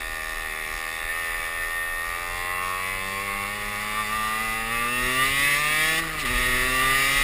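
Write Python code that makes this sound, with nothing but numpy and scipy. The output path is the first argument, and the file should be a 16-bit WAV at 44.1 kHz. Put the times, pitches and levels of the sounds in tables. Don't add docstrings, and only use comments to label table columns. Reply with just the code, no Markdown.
import sys
import numpy as np
from scipy import signal
from scipy.io import wavfile
from scipy.ndimage import uniform_filter1d

SR = 44100
rng = np.random.default_rng(int(sys.argv[2]) if len(sys.argv) > 2 else 0)


def how_loud(loudness_db):
    steps = np.asarray(loudness_db, float) / 20
    return 10 ** steps


def generate_wav(signal):
    frames = np.transpose(np.atleast_2d(signal))
    scaled = np.clip(frames, -1, 1) * 32767
    pcm = np.round(scaled).astype(np.int16)
    wavfile.write(sys.argv[1], SR, pcm)


N = 318843

SHUT_S, OPEN_S, WRIST_S = 6.005, 6.25, 0.017


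def in_time(rows):
    s, *columns = np.transpose(rows)
    return [np.interp(np.arange(N) / SR, s, column) for column in columns]


def by_pitch(points, hz):
    table_hz, level_db = np.transpose(points)
    return np.interp(np.log(hz), np.log(table_hz), level_db)


def between(start_s, end_s, ramp_s):
    t = np.arange(N) / SR
    return np.clip(np.minimum(t - start_s, end_s - t) / ramp_s + .5, 0, 1)


def humps(rows):
    t = np.arange(0, N + 64, 64) / SR
    total = sum(height * np.exp(-((t - s) / length_s) ** 2) for s, length_s, height in rows)
    return np.interp(np.arange(N) / SR, t, total)


def drift(rate_hz):
    step = 40
    r = np.exp(-2 * step * np.pi * rate_hz / SR)
    slow = signal.lfilter([1], [1, -2 * r, r * r], rng.standard_normal(N // step + 2002))[2000:]
    return np.interp(np.arange(N) / step, np.arange(len(slow)), slow / slow.std())


def evened(x, window_s):
    window = int(window_s * SR)
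    power = uniform_filter1d(uniform_filter1d(x ** 2, window), window)
    return x / np.sqrt(np.maximum(power, 0) + 1e-20)


def band(x, low_hz, high_hz, order=2):
    return signal.sosfilt(signal.butter(order, [low_hz, high_hz], "band", fs=SR, output="sos"), x)


def resonance(x, hz, width_hz):
    r = np.exp(-np.pi * width_hz / SR)
    top = (1 - r * r) / 2
    return signal.lfilter([top, 0, -top], [1, -2 * r * np.cos(2 * np.pi * hz / SR), r * r], x)


def clicks(at, size):
    at = np.clip(at, 0, N - 2)
    whole = at.astype(int)
    part = at - whole
    return np.bincount(whole, size * (1 - part), N) + np.bincount(whole + 1, size * part, N)


# time_s, speed_hz (turns per second)
SPEED = [(0, 80.07), (.6, 78.81), (1.02, 80.12), (1.19, 83.21), (1.95, 83.26), (2.78, 92.5), (3.2, 98.45),
         (3.6, 102.9), (4.19, 107.5), (4.65, 112.8), (5.11, 127.2), (5.4, 141), (5.84, 157), (6.01, 164.9),
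         (6.21, 151.1), (6.27, 122.5), (6.6, 126.3), (7.23, 140.2)]
# time_s, swing_of_revs_hz, level_change_db
SNATCHES = [(.2, -.8, 0.1), (.42, 1.04, 0.1), (.51, -1.1, 0.1), (.78, .9, 0.1), (.93, .9, 0.1),
            (1.16, .3, .8), (1.25, -1.1, 0.1), (0.639, -1.5, 0.1), (1.329, -2, 1), (1.43, -1.85, 1.3),
            (1.629, -1.5, 1), (3.24, 1.82, -1), (3.44, -1.12, -0.3), (3.56, 1.22, -0.8), (3.76, -2, 0.5),
            (3.99, 1.5, 2), (4.06, -2, -1), (4.15, 1.48, 0), (4.43, 1.3, 0.7), (4.66, -0.3, -1),
            (4.73, 1.2, 1), (4.93, 0.7, -0.5), (5.23, 0.24, 1.5), (5.31, 0.42, -1.5), (5.54, -2, 0.5),
            (5.6, 1.22, -2), (5.95, -1.84, -1), (6.32, 0.14, -1), (6.82, .2, 1), (7.1, 0.5, -0.5)]
SNATCH_S = .035


def crank():
    since = np.maximum(np.arange(N) / SR - OPEN_S, 0)
    judder = -3.3 * np.exp(-since / .16) * np.sin(2 * np.pi * 11.5 * since)
    hunting = .3 * drift(8.03) * between(-1, 1.7, 0.32)
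    snatches = humps([(s, SNATCH_S, swing_hz) for s, swing_hz, _ in SNATCHES])
    return in_time(SPEED)[0] + hunting + judder + snatches


# time_s, bend (0-1), straightening_up (0-1)
RIDING = [(0, 0.74, 0), (1.05, 0.56, 0.24), (1.2, .3, 0.44), (2.1, 0.34, 0.27), (2.5, 0, 1),
          (3.2, 0.25, 0.97), (4.1, 0, 0.43), (5.1, 0, 0.01), (5.5, 0.2, 0.6), (5.96, 0.1, 0.01),
          (7.23, 0.02, 0.01)]
# start_s, end_s, extra_roughness_db
UNEVEN = [
    (-1, 2.2, 1.5),
    (3.2, 3.95, 3),
    (4.3, 5.99, 1.2),
    (5.99, 6.27, 11),
    (6.27, 8, 3.3),
]


def engine_part(turns, modes, low_hz, high_hz, wander_db, hiss_db):
    timing_jitter_s, strength_jitter_db = 11.11e-6, 1.1
    slap_turn, slap_db, slap_db_per_octave = .31, -18, 5.5
    firing = np.arange(int(turns[-1]))
    fired = np.interp(firing, turns, np.arange(N))
    slapped = np.interp(firing + slap_turn, turns, np.arange(N))
    cycle = fired.astype(int)
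    bend, straighten = [column[cycle] for column in in_time(RIDING)]
    uneven = how_loud(sum(db * between(start_s, end_s, 0.066) for start_s, end_s, db in UNEVEN))
    hiss = rng.standard_normal(N) * (1 + 0.4 * np.cos(2 * np.pi * (turns - .33)))
    ring, breath = 0, 0
    for hz, width_hz, level_db, loudest_ms, bend_db, straighten_db in modes:
        build_up_s = 1 / (np.pi * width_hz)
        time_jitter, strength_jitter = uneven[cycle] * rng.standard_normal((2, len(fired)))
        late = (loudest_ms / 1000 - build_up_s + time_jitter * timing_jitter_s) * SR
        wander = wander_db * drift(4.3)[cycle] + strength_jitter_db * strength_jitter
        strength_db = level_db + bend_db * bend + straighten_db * straighten + wander
        slap_strength_db = strength_db + slap_db + slap_db_per_octave * np.log2(hz / 1000)
        blows = clicks(fired + late, how_loud(strength_db)) - clicks(slapped + late, how_loud(slap_strength_db))
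        struck = resonance(blows, hz, width_hz)
        ring = ring + resonance(struck, hz, width_hz)
        breath = breath + how_loud(level_db) * resonance(hiss, hz, 3.6 * width_hz)
    both = evened(ring, 0.21) + how_loud(hiss_db) * uneven * breath / breath.std()
    return evened(band(both, low_hz, high_hz), 0.072)


# pitch_hz, width_hz, level_db, loudest_after_firing_ms, gain_in_bend_db, gain_straightening_db
PIPE = [(317, 210, -12.5, 4.18, 15, -1), (393, 108.7, -2.5, 4.35, 3.5, 5),
        (492.5, 81.4, 0, 4.49, -3.5, 0.5), (579, 100.4, -3.5, 4.116, 4, 6.5),
        (637, 91, -1.5, 4.81, -0.5, 4.5), (787.7, 111.8, 2, 4.06, 4.5, 3.5), (862, 76.3, 0, 4.575, -16, 5)]


def exhaust_pipe(turns):
    return engine_part(turns, PIPE, low_hz=300, high_hz=950, wander_db=1.2, hiss_db=-18)


# pitch_hz, width_hz, level_db, loudest_after_firing_ms, gain_in_bend_db, gain_straightening_db
AIR_BOX = [(1080.7, 93.6, -10.5, 5.95, 17, 17), (1187, 56, 8, 6.18, -8, -7.5),
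           (1247.5, 86.6, -7, 6.9, 10, 5.5), (1421, 161.8, -9.5, 6.576, 7.5, 1.5),
           (1556, 140.7, -14, 4.3, 9, 4), (1640, 119.9, -17, 3.3, 9, 5)]


def air_box(turns):
    return engine_part(turns, AIR_BOX, low_hz=950, high_hz=1700, wander_db=1.2, hiss_db=-13)


# pitch_hz, width_hz, level_db, loudest_after_firing_ms, gain_in_bend_db, gain_straightening_db
SHELL = [(1736, 107, -5, 5.4, 1, 2.5), (1833.2, 45, -1.5, 6, 8.5, 5.5), (1881, 117.7, 0, 5.6, -1, -7.5),
         (1985, 108.4, 3, 5.7, -5.5, 0.5), (2100, 146.6, -4.5, 6.1, -2.5, 4),
         (2300, 129.3, -4, 6.2, 3, 5.7)]


def shell(turns):
    return engine_part(turns, SHELL, low_hz=1600, high_hz=2400, wander_db=2, hiss_db=-12)


# pitch_hz, width_hz, level_db, loudest_after_firing_ms, gain_in_bend_db, gain_straightening_db
FINS = [(2402, 160.8, -2, 6.2, 4, -2), (2578, 81, -2.5, 6.1, 12, 4), (2700, 109.5, 0.5, 3.1, -11.5, 2),
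        (2900, 137.2, -5.5, 2.418, -6.5, -1.5), (3315, 153.7, -9.5, 5.4, -6.5, 3.5),
        (3558, 130, -7.5, 5.6, 0.5, 1), (3770, 175, -9.5, 5.1, 0, -9), (4053, 201.4, -17, 2.3, 1, 3),
        (4550, 200, -17.5, 4.6, 2, 2.5), (4874, 274.7, -12.5, 6.4, 0, -1.5),
        (5490, 512, -13.5, 4.4, 4, -0.5)]


def cooling_fins(turns):
    return engine_part(turns, FINS, low_hz=2300, high_hz=5900, wander_db=2, hiss_db=-7)


# time_s, effort_db
EFFORT = [(0, -11.5), (1.07, -10.5), (1.15, -10), (2, -12), (2.6, -9), (3.4, -9.5), (3.75, -10),
          (4.2, -7.5), (4.65, -7.5), (4.9, -7), (5.05, -4), (5.45, 0.2), (5.65, -1.5), (5.97, -0.3),
          (6.3, -2.5), (6.75, -2.2), (7.23, 1.2)]
# full_effort_level_db, share_of_effort, shut_throttle_change_db, gain_in_bend_db
ANSWERS = [
    (-40.5, 0.2, -5.5, -5.5),
    (-31.5, 0.51, -4.5, -13.5),
    (-25, 1.093, -7.5, 2),
    (-26.5, 1.09, -9.5, -0.4),
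]
# pitch_hz, width_hz, swell_db
SHARPEST = [
    (792, 65, 3),
    (1189.7, 50.4, 7.5),
    (1879, 79, 3.5),
    (2716, 68, 1),
]


def part_levels(revs):
    snatch_shares, rattle_db = [0.26, 1.54, 1.06, 0.47], [.5, .5, 1.5, 9]
    effort, bend = in_time(EFFORT)[0], in_time(RIDING)[0]
    snatch = humps([(s, SNATCH_S, db) for s, _, db in SNATCHES])
    shut = between(SHUT_S, OPEN_S, WRIST_S)
    steady = 1 - between(SHUT_S, OPEN_S + .13, .05)
    rattle = humps([(6.205, .022, 1)])
    levels = []
    for k, (full_db, share, shut_db, bend_db) in enumerate(ANSWERS):
        hz, width_hz, swell_db = SHARPEST[k]
        miss_hz = hz - revs * np.round(hz / revs)
        swell = steady / (1 + (2 * miss_hz / width_hz) ** 2) + .3 * (1 - steady)
        riding_db = full_db + share * effort + shut_db * shut + bend_db * bend
        jolt_db = snatch_shares[k] * snatch + rattle_db[k] * rattle
        levels.append(riding_db + jolt_db + swell_db * swell)
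    return levels


# time_s, cancelled_order (multiple of the revs), share (0-1)
RETURN_WAVE = [(2.9, 7.1, .05), (3.25, 7.1, .45), (4.1, 5.4, .2), (4.5, 5.1, .6), (4.95, 6.1, .65),
               (5.3, 6.1, .55), (5.65, 6.1, .1), (6.3, 6.1, .6), (7.23, 6.1, .3)]


def with_return_wave(pipe, revs):
    order, share = in_time(RETURN_WAVE)
    share = np.clip(share, 0, 1)
    late = 1.5 * SR / (order * revs)
    returned = np.interp(np.arange(N) - late, np.arange(N), pipe)
    return (pipe + share * returned) / np.sqrt(1 + share ** 2)


# pitch_hz, level_db
ORDERS_HEARD = [
    [(79, -61.5), (84, -52.5), (97, -46.5), (110, -50.5), (126, -42.5), (140, -42), (158, -43.5),
     (165, -41)],
    [(160, -62), (168, -63.5), (192, -47), (220, -44), (250, -39), (284, -43), (300, -51), (330, -39)],
    [(240, -63.5), (252, -68.5), (303, -54), (327, -91), (378, -38.5), (405, -38), (450, -63), (480, -50)],
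]


def exhaust_thump(revs, turns):
    thump = 0
    for k, heard in enumerate(ORDERS_HEARD):
        order = k + 1
        level_db = by_pitch(heard, order * revs) + 1.08 * drift(10.0)
        thump = thump + how_loud(level_db) * np.sqrt(2) * np.sin(2 * np.pi * order * turns + k)
    return thump


def engine(revs, turns):
    pipe_db, box_db, shell_db, fins_db = part_levels(revs)
    pipe = with_return_wave(how_loud(pipe_db) * exhaust_pipe(turns), revs)
    box = how_loud(box_db) * air_box(turns)
    walls = how_loud(shell_db) * shell(turns)
    fins = how_loud(fins_db) * cooling_fins(turns)
    return pipe + box + walls + fins + exhaust_thump(revs, turns)


# pitch_hz, level_db
MESH = [(1780, -46), (1802, -28.5), (1840, -31.5), (1885, -43), (2140, -39), (2400, -46), (2690, -32.5),
        (3100, -41)]
# pitch_hz, level_db
MESH_OCTAVE = [(3500, -51.5), (3700, -56), (4050, -62), (4600, -55.5), (5400, -53), (6500, -62)]


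def gear_mesh(revs, turns):
    teeth, shut_db, high_gear_db = 22, -16, -6
    angle = 2 * np.pi * teeth * turns + .15 * drift(9)
    load_db = shut_db * between(SHUT_S, OPEN_S, WRIST_S) + high_gear_db * between(OPEN_S, 9, WRIST_S)
    mesh_db = load_db + by_pitch(MESH, teeth * revs) + 1.5 * drift(9)
    octave_db = load_db + by_pitch(MESH_OCTAVE, 2 * teeth * revs) + 2.9 * drift(14)
    return np.sqrt(2) * (how_loud(mesh_db) * np.sin(angle) + how_loud(octave_db) * np.sin(2 * angle))


# time_s, pitch_hz, level_db
GEAR_WHINE = [
    (5.45, 242.5, -61),
    (5.7, 262.3, -50),
    (5.95, 279, -53),
]


def gear_whine():
    hz, level_db = in_time(GEAR_WHINE)
    start, end = GEAR_WHINE[0][0], GEAR_WHINE[-1][0]
    on = np.interp(np.arange(N) / SR, [start - .08, start, end, end + .04], [0, 1, 1, 0])
    return on * how_loud(level_db) * np.sqrt(2) * np.sin(2 * np.pi * np.cumsum(hz) / SR)


# start_s, peak_db, pitch_hz
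BUMPS = [
    (0.749, -41, 59.4),
    (4.15, -37, 69.6),
    (5.301, -26, 110),
    (6.01, -37, 60),
    (6.3, -25, 69),
]


def bumps():
    out = np.zeros(N)
    age = np.arange(int(.06 * SR)) / SR
    for s, peak_db, hz in BUMPS:
        swell = np.sin(np.pi * np.minimum(age * hz / 1.7, 1)) ** 2
        start = int(s * SR)
        out[start:start + len(age)] += how_loud(peak_db) * np.sin(2 * np.pi * hz * age) * swell
    return out


# middle_s, length_s, buffet_gain_db
GUSTS = [(.1, 0.15, 11), (.4, 0.14, 11.5), (.73, 0.095, 12.5), (1.05, .08, 10.5), (1.35, 0.13, 9),
         (1.65, 0.13, 9), (1.93, .07, 11), (2.1, .05, 9), (2.35, .15, 9), (2.68, .06, 7), (2.97, .1, 6),
         (3.38, 0.05, 9.5), (3.65, 0.063, 7), (4.15, .25, 2.5), (4.48, .05, 6), (4.62, 0.046, 8),
         (4.78, .05, 7.5), (5.05, .05, 10), (5.33, .1, 6.5), (6.18, .04, 6), (6.36, .1, 12.5),
         (6.6, 0.17, 12), (6.92, 0.094, 8.5), (7.23, 0.097, 13)]


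def wind(revs):
    gear_step = 1.22
    road_speed = revs * (1 + (gear_step - 1) * between(OPEN_S, 9, .05))
    road = np.log2(uniform_filter1d(road_speed, SR // 5) / 80)
    buffet_db = -49.5 + 7 * road + humps(GUSTS)
    skirt_db = buffet_db - 15.5 + 1.7 * drift(8.1)
    rush_db = -54.5 + 11.5 * road + 0.81 * drift(4.2) + 0.62 * drift(16)
    white = rng.standard_normal((3, N))
    buffet = evened(band(white[0], 22.3, 39.4), 0.12) * how_loud(buffet_db)
    skirt = evened(band(white[1], 39, 110), 0.37) * how_loud(skirt_db)
    rush = evened(band(white[2], 71, 600, order=1), .3) * how_loud(rush_db)
    return buffet + skirt + rush


def scene():
    revs = crank()
    turns = np.cumsum(revs) / SR
    return (engine(revs, turns) + gear_mesh(revs, turns) + gear_whine() + bumps() + wind(revs))[None]


def band_limit(x):
    return signal.sosfilt(signal.butter(12, 15720, fs=SR, output="sos"), x)


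def record(dry):
    up, down, hold = 40, 147, 4
    rounded = .45 * np.tanh(dry / .45)
    guarded = signal.sosfilt(signal.butter(8, 5750, fs=SR, output="sos"), rounded)
    slow = signal.resample_poly(guarded, up, down, axis=1)
    held = np.repeat(slow, hold, axis=1)
    mix = signal.resample_poly(held, down, up * hold, axis=1)[:, :N]
    mix = signal.sosfilt(signal.ellip(10, .2, 70, 15280, fs=SR, output="sos"), mix)
    return band_limit(mix)


dry = scene()
out = record(dry)
generate_wav(out)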